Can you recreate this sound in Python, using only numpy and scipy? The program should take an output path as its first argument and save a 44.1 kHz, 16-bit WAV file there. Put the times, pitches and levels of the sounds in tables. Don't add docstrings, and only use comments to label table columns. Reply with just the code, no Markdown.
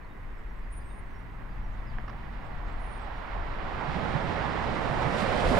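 import sys
import numpy as np
from scipy import signal
from scipy.fft import rfft, irfft, next_fast_len
from scipy.io import wavfile
from scipy.ndimage import uniform_filter1d, map_coordinates

SR = 44100
rng = np.random.default_rng(int(sys.argv[2]) if len(sys.argv) > 2 else 0)


def inscribe(sig):
    pcm = np.round(np.clip(np.atleast_2d(sig).T, -1, 1) * 32767)
    wavfile.write(sys.argv[1], SR, pcm.astype(np.int16))


N = 246519


def undb(db):
    return 10 ** (np.asarray(db) / 20)


def pan_gains(pan_db):
    return undb([[pan_db / 2], [-pan_db / 2]])


def along(table):
    knots_s, *columns = np.transpose(table)
    return [np.interp(np.arange(N) / SR, knots_s, column) for column in columns]


def rise(at_s, width_s):
    return .5 + .5 * np.tanh((np.arange(N) / SR - at_s) / width_s)


def waver(rate_hz):
    width = int(SR / rate_hz)
    x = uniform_filter1d(uniform_filter1d(rng.standard_normal(N), width), width)
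    return x / x.std()


def noise(colour):
    size = next_fast_len(N)
    log_hz = np.log(np.fft.rfftfreq(size, 1 / SR) + 1)
    knots_hz, *columns = np.transpose(colour)
    db, pan_db, like, lead_rad = (np.interp(log_hz, np.log(knots_hz), column) for column in columns)
    like = np.clip(like, 0, 1)
    shared, other = rfft(rng.standard_normal((2, size)))
    right = like * np.exp(-1j * lead_rad) * shared + np.sqrt(1 - like ** 2) * other
    spectra = np.array([shared * undb(db + pan_db / 2), right * undb(db - pan_db / 2)])
    x = irfft(spectra, size)[:, :N]
    return x / np.std(x.mean(axis=0))


def through_air(x, loss_db, flicker_db, steep):
    hz, frame_s, bins = signal.stft(x, SR, nperseg=512)
    air = (hz[:, None] / 5000) ** steep
    ground = 0.4 * np.exp(-(np.log2((hz[:, None] + 1) / 500) / 0.63) ** 2)
    loss = np.interp(frame_s, np.arange(N) / SR, loss_db) * (air + ground)

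    eddies = rng.standard_normal((8, len(frame_s)))
    eddies = uniform_filter1d(uniform_filter1d(eddies, size=8), size=2, axis=0)
    octave = np.clip(np.log2(hz / 125 + 1), 0, 7)
    grid = np.meshgrid(octave, np.arange(len(frame_s)), indexing="ij")
    eddies = map_coordinates(eddies / eddies.std(), grid, order=1)
    return signal.istft(bins * undb(flicker_db * eddies - loss), SR, nperseg=512)[1][:, :N]


def add(out, at_s, x, pan_db):
    i = int(at_s * SR)
    x = x[:N - i]
    out[:, i:i + len(x)] += x * pan_gains(pan_db)


def town():
    # (frequency [Hz], level [dB], left minus right [dB], likeness [0-1], left lead [rad])
    town_colour = [(40, -4.5, -3, 0.73, -0.34), (100, -11, 0.5, 0.66, -0.045), (199, -18, -2, 0.39, -0.49),
                   (413, -21.5, 3, 0.21, -0.34), (730, -30.5, 9.5, 0.23, -.1), (1060, -20.5, -3, 0.43, -.1),
                   (1220, -28, -1, 0.23, -.1), (1940, -25, -7, 0.14, -0.056), (3240, -44.5, -1, 0.16, -.2),
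                   (5200, -56.5, 6, 0.16, -.3), (7000, -61.5, 4, 0.39, -.1), (16000, -73.5, -3, 0.97, -.1)]
    town_db, hum_hz, hum_db = -46, 306, -68
    rush = undb(town_db) * through_air(noise(town_colour), np.zeros(N), flicker_db=0.7, steep=1)
    hum = undb(hum_db + 2.8 * waver(4)) * np.sin(2 * np.pi * hum_hz * np.arange(N) / SR)
    return rush + hum * pan_gains(6)


def wind():
    # (frequency [Hz], level [dB], left minus right [dB], likeness [0-1], left lead [rad])
    wind_colour = [(10, -3, 2, 1, .1), (25, 4.5, 1.8, 0.91, .1), (42.3, 3.5, 1.6, 1, .1),
                   (64, -8.5, 2, 1, .1), (105, -19, 1.8, 0.83, .1), (300, -71, 0.9, 1, .1),
                   (3000, -130, 1.8, .9, .1)]
    # (time [s], level [dB])
    gusts = [(0.0, -47.5), (0.48, -37.5), (1.52, -41), (1.57, -35.5), (1.98, -32.5), (2.15, -39.5),
             (2.79, -32.5), (2.99, -41.5), (3.14, -31.5), (3.28, -46.5), (3.36, -30.5), (3.67, -39),
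             (4.61, -44), (4.67, -35), (4.79, -41), (5.4, -36.5), (5.48, -28.5), (5.59, -35)]
    x = noise(wind_colour)
    swell = np.sqrt(uniform_filter1d(x.mean(axis=0) ** 2, SR // 12)) + 0.05
    return undb(along(gusts)[0]) * x / swell ** 0.28


def far_birds(count=14):
    # (time [s], length [s], first pitch [Hz], last pitch [Hz], level [dB])
    chirps = [(.037, .015, 4500, 3900, -74), (.37, .03, 7600, 7750, -88), (0.082, .05, 3700, 3750, -76),
              (.19, .04, 3710, 3650, -81), (0.454, .05, 3800, 3600, -81), (.49, .03, 5960, 5600, -82),
              (.805, .025, 4900, 4850, -77), (0.899, .025, 3600, 3600, -74), (1.13, 0.093, 5300, 5970, -79),
              (1.615, 0.064, 6000, 5450, -83), (1.86, .06, 5320, 4250, -72),
              (2.441, 0.045, 7350, 7900, -84), (2.621, 0.078, 6300, 6700, -85),
              (2.68, .025, 7800, 7500, -80), (2.72, .025, 7600, 8000, -81), (2.986, .07, 7800, 8040, -79)]
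    scatter = [(3.2 * a, .02 + .04 * b, 3600 + 4200 * c, 3200 + 4200 * c + 800 * d, -80 - 9 * c)
               for a, b, c, d in rng.random((count, 4))]
    out, flutter = np.zeros((2, N)), waver(120)
    tail_s = np.arange(SR // 10) / SR
    for at_s, length_s, first_hz, last_hz, db in [*chirps, *scatter]:
        rough = flutter[int(at_s * SR):][:int(length_s * SR)]
        hz = np.linspace(first_hz, last_hz, len(rough)) + 60 * rough[::-1]
        whistle = np.sin(2 * np.pi * np.cumsum(hz) / SR)
        x = np.sqrt(2) * undb(db + 2.1 * rough) * whistle * signal.windows.tukey(len(hz), .4)
        blur = rng.standard_normal(len(tail_s)) * np.exp(-tail_s / .02)
        add(out, at_s, x, pan_db=-2.0)
        add(out, at_s, signal.fftconvolve(x, blur) * undb(-30), pan_db=.1)
    return out


def near_bird():
    # (time [s], pitch [Hz], level [dB], trill depth either way [Hz])
    near_calls = [
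        [(.7, 8600, -85, 300), (.712, 8850, -73, 400), (.725, 9350, -63, 750), (.755, 9240, -65, 650),
         (.778, 9440, -57, 300), (.79, 9000, -59, 503), (.8, 8800, -75, 500)],
        [(.838, 7760, -85, 100), (.848, 8400, -73, 150), (.862, 8300, -71, 180), (.898, 8720, -68, 120),
         (.994, 9200, -71, 220), (1.003, 8900, -80, 300)],
        [(2.78, 8600, -88, 150), (2.796, 9190, -76, 200), (2.836, 9460, -71.5, 170), (2.968, 9000, -67.5, 201),
         (2.992, 8900, -71, 248.6)],
    ]
    trill_hz, echo_s, echo_db = 200, .218, -19
    out, flutter = np.zeros((2, N)), waver(120)
    tail_s = np.arange(SR // 4) / SR
    for call in near_calls:
        knots_s, *columns = np.transpose(call)
        start_s = knots_s[0]
        t = np.arange(start_s, knots_s[-1], 1 / SR)
        hz, db, depth_hz = (np.interp(t, knots_s, column) for column in columns)
        rough = flutter[int(start_s * SR):][:len(t)]
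        beats = np.cumsum(trill_hz * (1 + .08 * rough)) / SR
        sweep = signal.sawtooth(2 * np.pi * beats, .2)
        level_db = db + 2.1 * rough - 4.1 * np.cos(2 * np.pi * beats)
        whistle = np.sin(2 * np.pi * np.cumsum(hz + depth_hz * sweep) / SR)
        x = np.sqrt(2) * undb(level_db) * whistle * signal.windows.tukey(len(t), .1)
        trees = rng.standard_normal(len(tail_s)) * np.exp(-tail_s / .05)
        add(out, start_s, x, pan_db=4)
        add(out, start_s, signal.fftconvolve(x, trees) * undb(-39), pan_db=1.5)
        add(out, start_s + echo_s, undb(echo_db + 3.6 * flutter[-len(t):]) * x, pan_db=-2.0)
    return out


def lorry(pan_db=2.0):
    # (time [s], strongest line [Hz], its level [dB])
    revs = [(0, 87.6, -78), (.9, 94.4, -59), (1.4, 104.5, -54.5), (1.93, 120.3, -50), (2.55, 134.2, -52.5),
            (2.75, 127.2, -59), (3, 104.2, -66), (3.4, 99.1, -57), (3.6, 100, -48), (3.85, 101, -80)]
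    # (multiple of the strongest line, level relative to it [dB])
    orders = [(4 / 5, -11), (1, 0), (6 / 5, -7), (9 / 5, -7.5)]
    # (frequency [Hz], level [dB], left minus right [dB], likeness [0-1], left lead [rad])
    exhaust_colour = [(50, -6.5, 2, 0.6, -.1), (99, -1, 2, 0.69, -.2), (176, 1.5, 2.5, 0.57, -0.16),
                      (298, -4.5, 2.5, 0.21, -.1), (442, -21.5, 2.5, .3, -.1), (900, -41, 1.3, 0.34, -.1),
                      (5000, -110, 2.5, .3, -.1)]
    roar_db, nearest_s, span_s = -52, 2.64, 2.3
    hz, db = along(revs)
    turns = np.cumsum(hz) / SR
    tone = np.zeros(N)
    for multiple, order_db in orders:
        phase_turns = multiple * turns + 0.056 * waver(3.6) + rng.random()
        tone += undb(order_db + 2.1 * waver(7.5)) * np.sin(2 * np.pi * phase_turns)
    roar = undb(roar_db) / (1 + ((np.arange(N) / SR - nearest_s) / span_s) ** 2)
    return np.sqrt(2) * undb(db) * tone * pan_gains(pan_db) + roar * noise(exhaust_colour)


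def knocks():
    # (time [s], body peak level [dB], crack relative to body [dB], burst length [s])
    knock_list = [(1.9838, -30, -29, .0015), (2.078, -37, -18, .004), (2.082, -37, -19, .003),
                  (2.0935, -36, -16, .004), (2.099, -37, -15, .0025), (2.128, -38, -24, .0025)]
    out, t = np.zeros((2, N)), np.arange(SR // 25) / SR
    body = signal.butter(3, [680, 1650], "band", fs=SR, output="sos")
    crack = signal.butter(6, [2400, 5700], "band", fs=SR, output="sos")
    for at_s, db, crack_db, length_s in knock_list:
        burst = rng.standard_normal(len(t)) * t * np.exp(-2 * t / length_s)
        low, high = signal.sosfilt(body, burst), signal.sosfilt(crack, burst)
        x = low / abs(low).max() + undb(crack_db) * high / abs(high).max()
        add(out, at_s, undb(db) * x, pan_db=-9)
    return out


def thuds(rise_s=0.0049, t60_s=0.083):
    # (time [s], envelope peak level [dB], pitch [Hz])
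    axles = [(3.881, -27.5, 144), (3.952, -29.5, 177), (4.026, -30.5, 162), (4.149, -25, 144),
             (4.24, -30, 169), (4.453, -30.5, 127), (4.84, -30, 114), (4.909, -26.5, 129),
             (5.055, -27, 145), (5.22, -29, 203), (5.512, -25, 247)]
    out, t = np.zeros((2, N)), np.arange(SR // 5) / SR
    shape = (1 - np.exp(-t / rise_s)) * np.exp(-np.log(1000) * t / t60_s)
    shape /= shape.max()
    for (at_s, db, hz), turn in zip(axles, rng.random(len(axles))):
        add(out, at_s, undb(db) * shape * np.sin(2 * np.pi * (hz * t + turn)), pan_db=-13.5)
    return out


def train():
    # (time [s], level [dB])
    approach = [(0, -56.5), (.7, -54.5), (1.6, -50.5), (2.4, -45.5), (3.2, -40), (4.1, -33.5), (4.9, -32.5),
                (5.4, -31.5), (5.59, -27.5)]
    # (time [s], level change [dB], air loss removed [dB])
    brightenings = [(5.206, 0.5, 3), (5.5, -1, 2)]
    # (frequency [Hz], level [dB], left minus right [dB], likeness [0-1], left lead [rad])
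    rolling_colour = [(60, -39, -11, .3, .1), (252, -18, -4, 0.86, -0.29), (460, -4.5, -3.5, 0.04, -0.54),
                      (700, -1.5, -10.5, 0.48, -0.52), (907, -2, -10.5, 0.51, -0.36),
                      (1580, -7, -8.5, 0.5, -0.61), (1995, -7, -5, 0.32, -0.41),
                      (2330, -12.5, -8, 0.4, -0.42), (3890, -19, -7.5, 0.06, -0.64),
                      (5100, -23.5, -1.5, 0.77, 0.21), (6228, -31, -7.5, 0.2, -0.039),
                      (8600, -34, -5.5, 0.9, -.1), (10360, -38, -1, 1, -0.042), (13000, -50, 1, 1, -.1),
                      (16000, -64, -3, .9, -.1)]
    # (frequency [Hz], level [dB], left minus right [dB], likeness [0-1], left lead [rad])
    girder_colour = [(29.6, -29, 13, 0.95, .4), (59.5, 2.5, -9.5, 1, 1), (127, 2, -4, 0.69, 1),
                     (235, -2, -8.5, 0.37, 0.46), (356, -5, -5.5, 0.1, 0.58), (513, -8, -10.5, 0.86, 0.096),
                     (804, -15, -19, 0.59, 0.093), (1480, -59, 14, 0.93, .1), (8000, -110, -10, .5, .1)]
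    # (frequency [Hz], level [dB], left minus right [dB], likeness [0-1], left lead [rad])
    car_colour = [(30, -9, -5, 0.77, .3), (60, 3, -5, 0.61, 0.43), (241, -3.5, -11, 0.56, 0.33),
                  (348, -11.5, -10, 0.89, 0.18), (492, 2.5, -13, 0.3, 0.09), (717, 0.5, -8, 0.92, .1),
                  (960, -38, -1, 0.46, .1), (2000, -42, -2, 0.84, .1), (8000, -110, -10, .7, .1)]
    drum_far_db, drum_on_db, bridge_s, bridge_rise_s = -12.5, -2, 3.61, 0.26
    far_loss_db, open_db, open_s, open_rise_s = 10, 4, 3.78, 0.15
    loss_shrinks_s, shrink_db_per_s = 4.6, 5.5
    car_db, abeam_s, aside_s, car_heard_s, car_rise_s = -43, 5.724, 0.045, 4.64, 0.11
    whine_hz, whine_db, brightening_s = 2247, -23, 0.04

    t = np.arange(N) / SR
    roll_db, = along(approach)
    drum_db = roll_db + drum_far_db + (drum_on_db - drum_far_db) * rise(bridge_s, bridge_rise_s)
    loss_db = far_loss_db - open_db * rise(open_s, open_rise_s)
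    loss_db = loss_db - shrink_db_per_s * np.maximum(t - loss_shrinks_s, 0)
    for at_s, change_db, clearer_db in brightenings:
        bump = np.exp(-((t - at_s) / brightening_s) ** 2)
        roll_db = roll_db + change_db * bump
        loss_db = loss_db - clearer_db * bump
    car = undb(car_db) * rise(car_heard_s, car_rise_s) / np.hypot(t - abeam_s, aside_s)
    whine = np.sin(2 * np.pi * np.cumsum(whine_hz + 12 * waver(15.3)) / SR)
    whine = whine * undb(whine_db + 1.4 * waver(6.7)) * pan_gains(-8)
    rolling = through_air(noise(rolling_colour) + whine, loss_db, flicker_db=1.0, steep=1.16)
    return undb(roll_db) * rolling + undb(drum_db) * noise(girder_colour) + car * noise(car_colour)


def scene():
    background = town() + wind() + far_birds() + near_bird() + lorry()
    return background + knocks() + thuds() + train()


def record(dry):
    hiss_db, top_hz = -77, 15720
    hiss = rng.standard_normal(N) + .12 * rng.standard_normal((2, N))
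    top_cut = signal.ellip(10, .2, 80, top_hz, fs=SR, output="sos")
    return signal.sosfilt(top_cut, dry + undb(hiss_db) * hiss)


dry = scene()
out = record(dry)
inscribe(out)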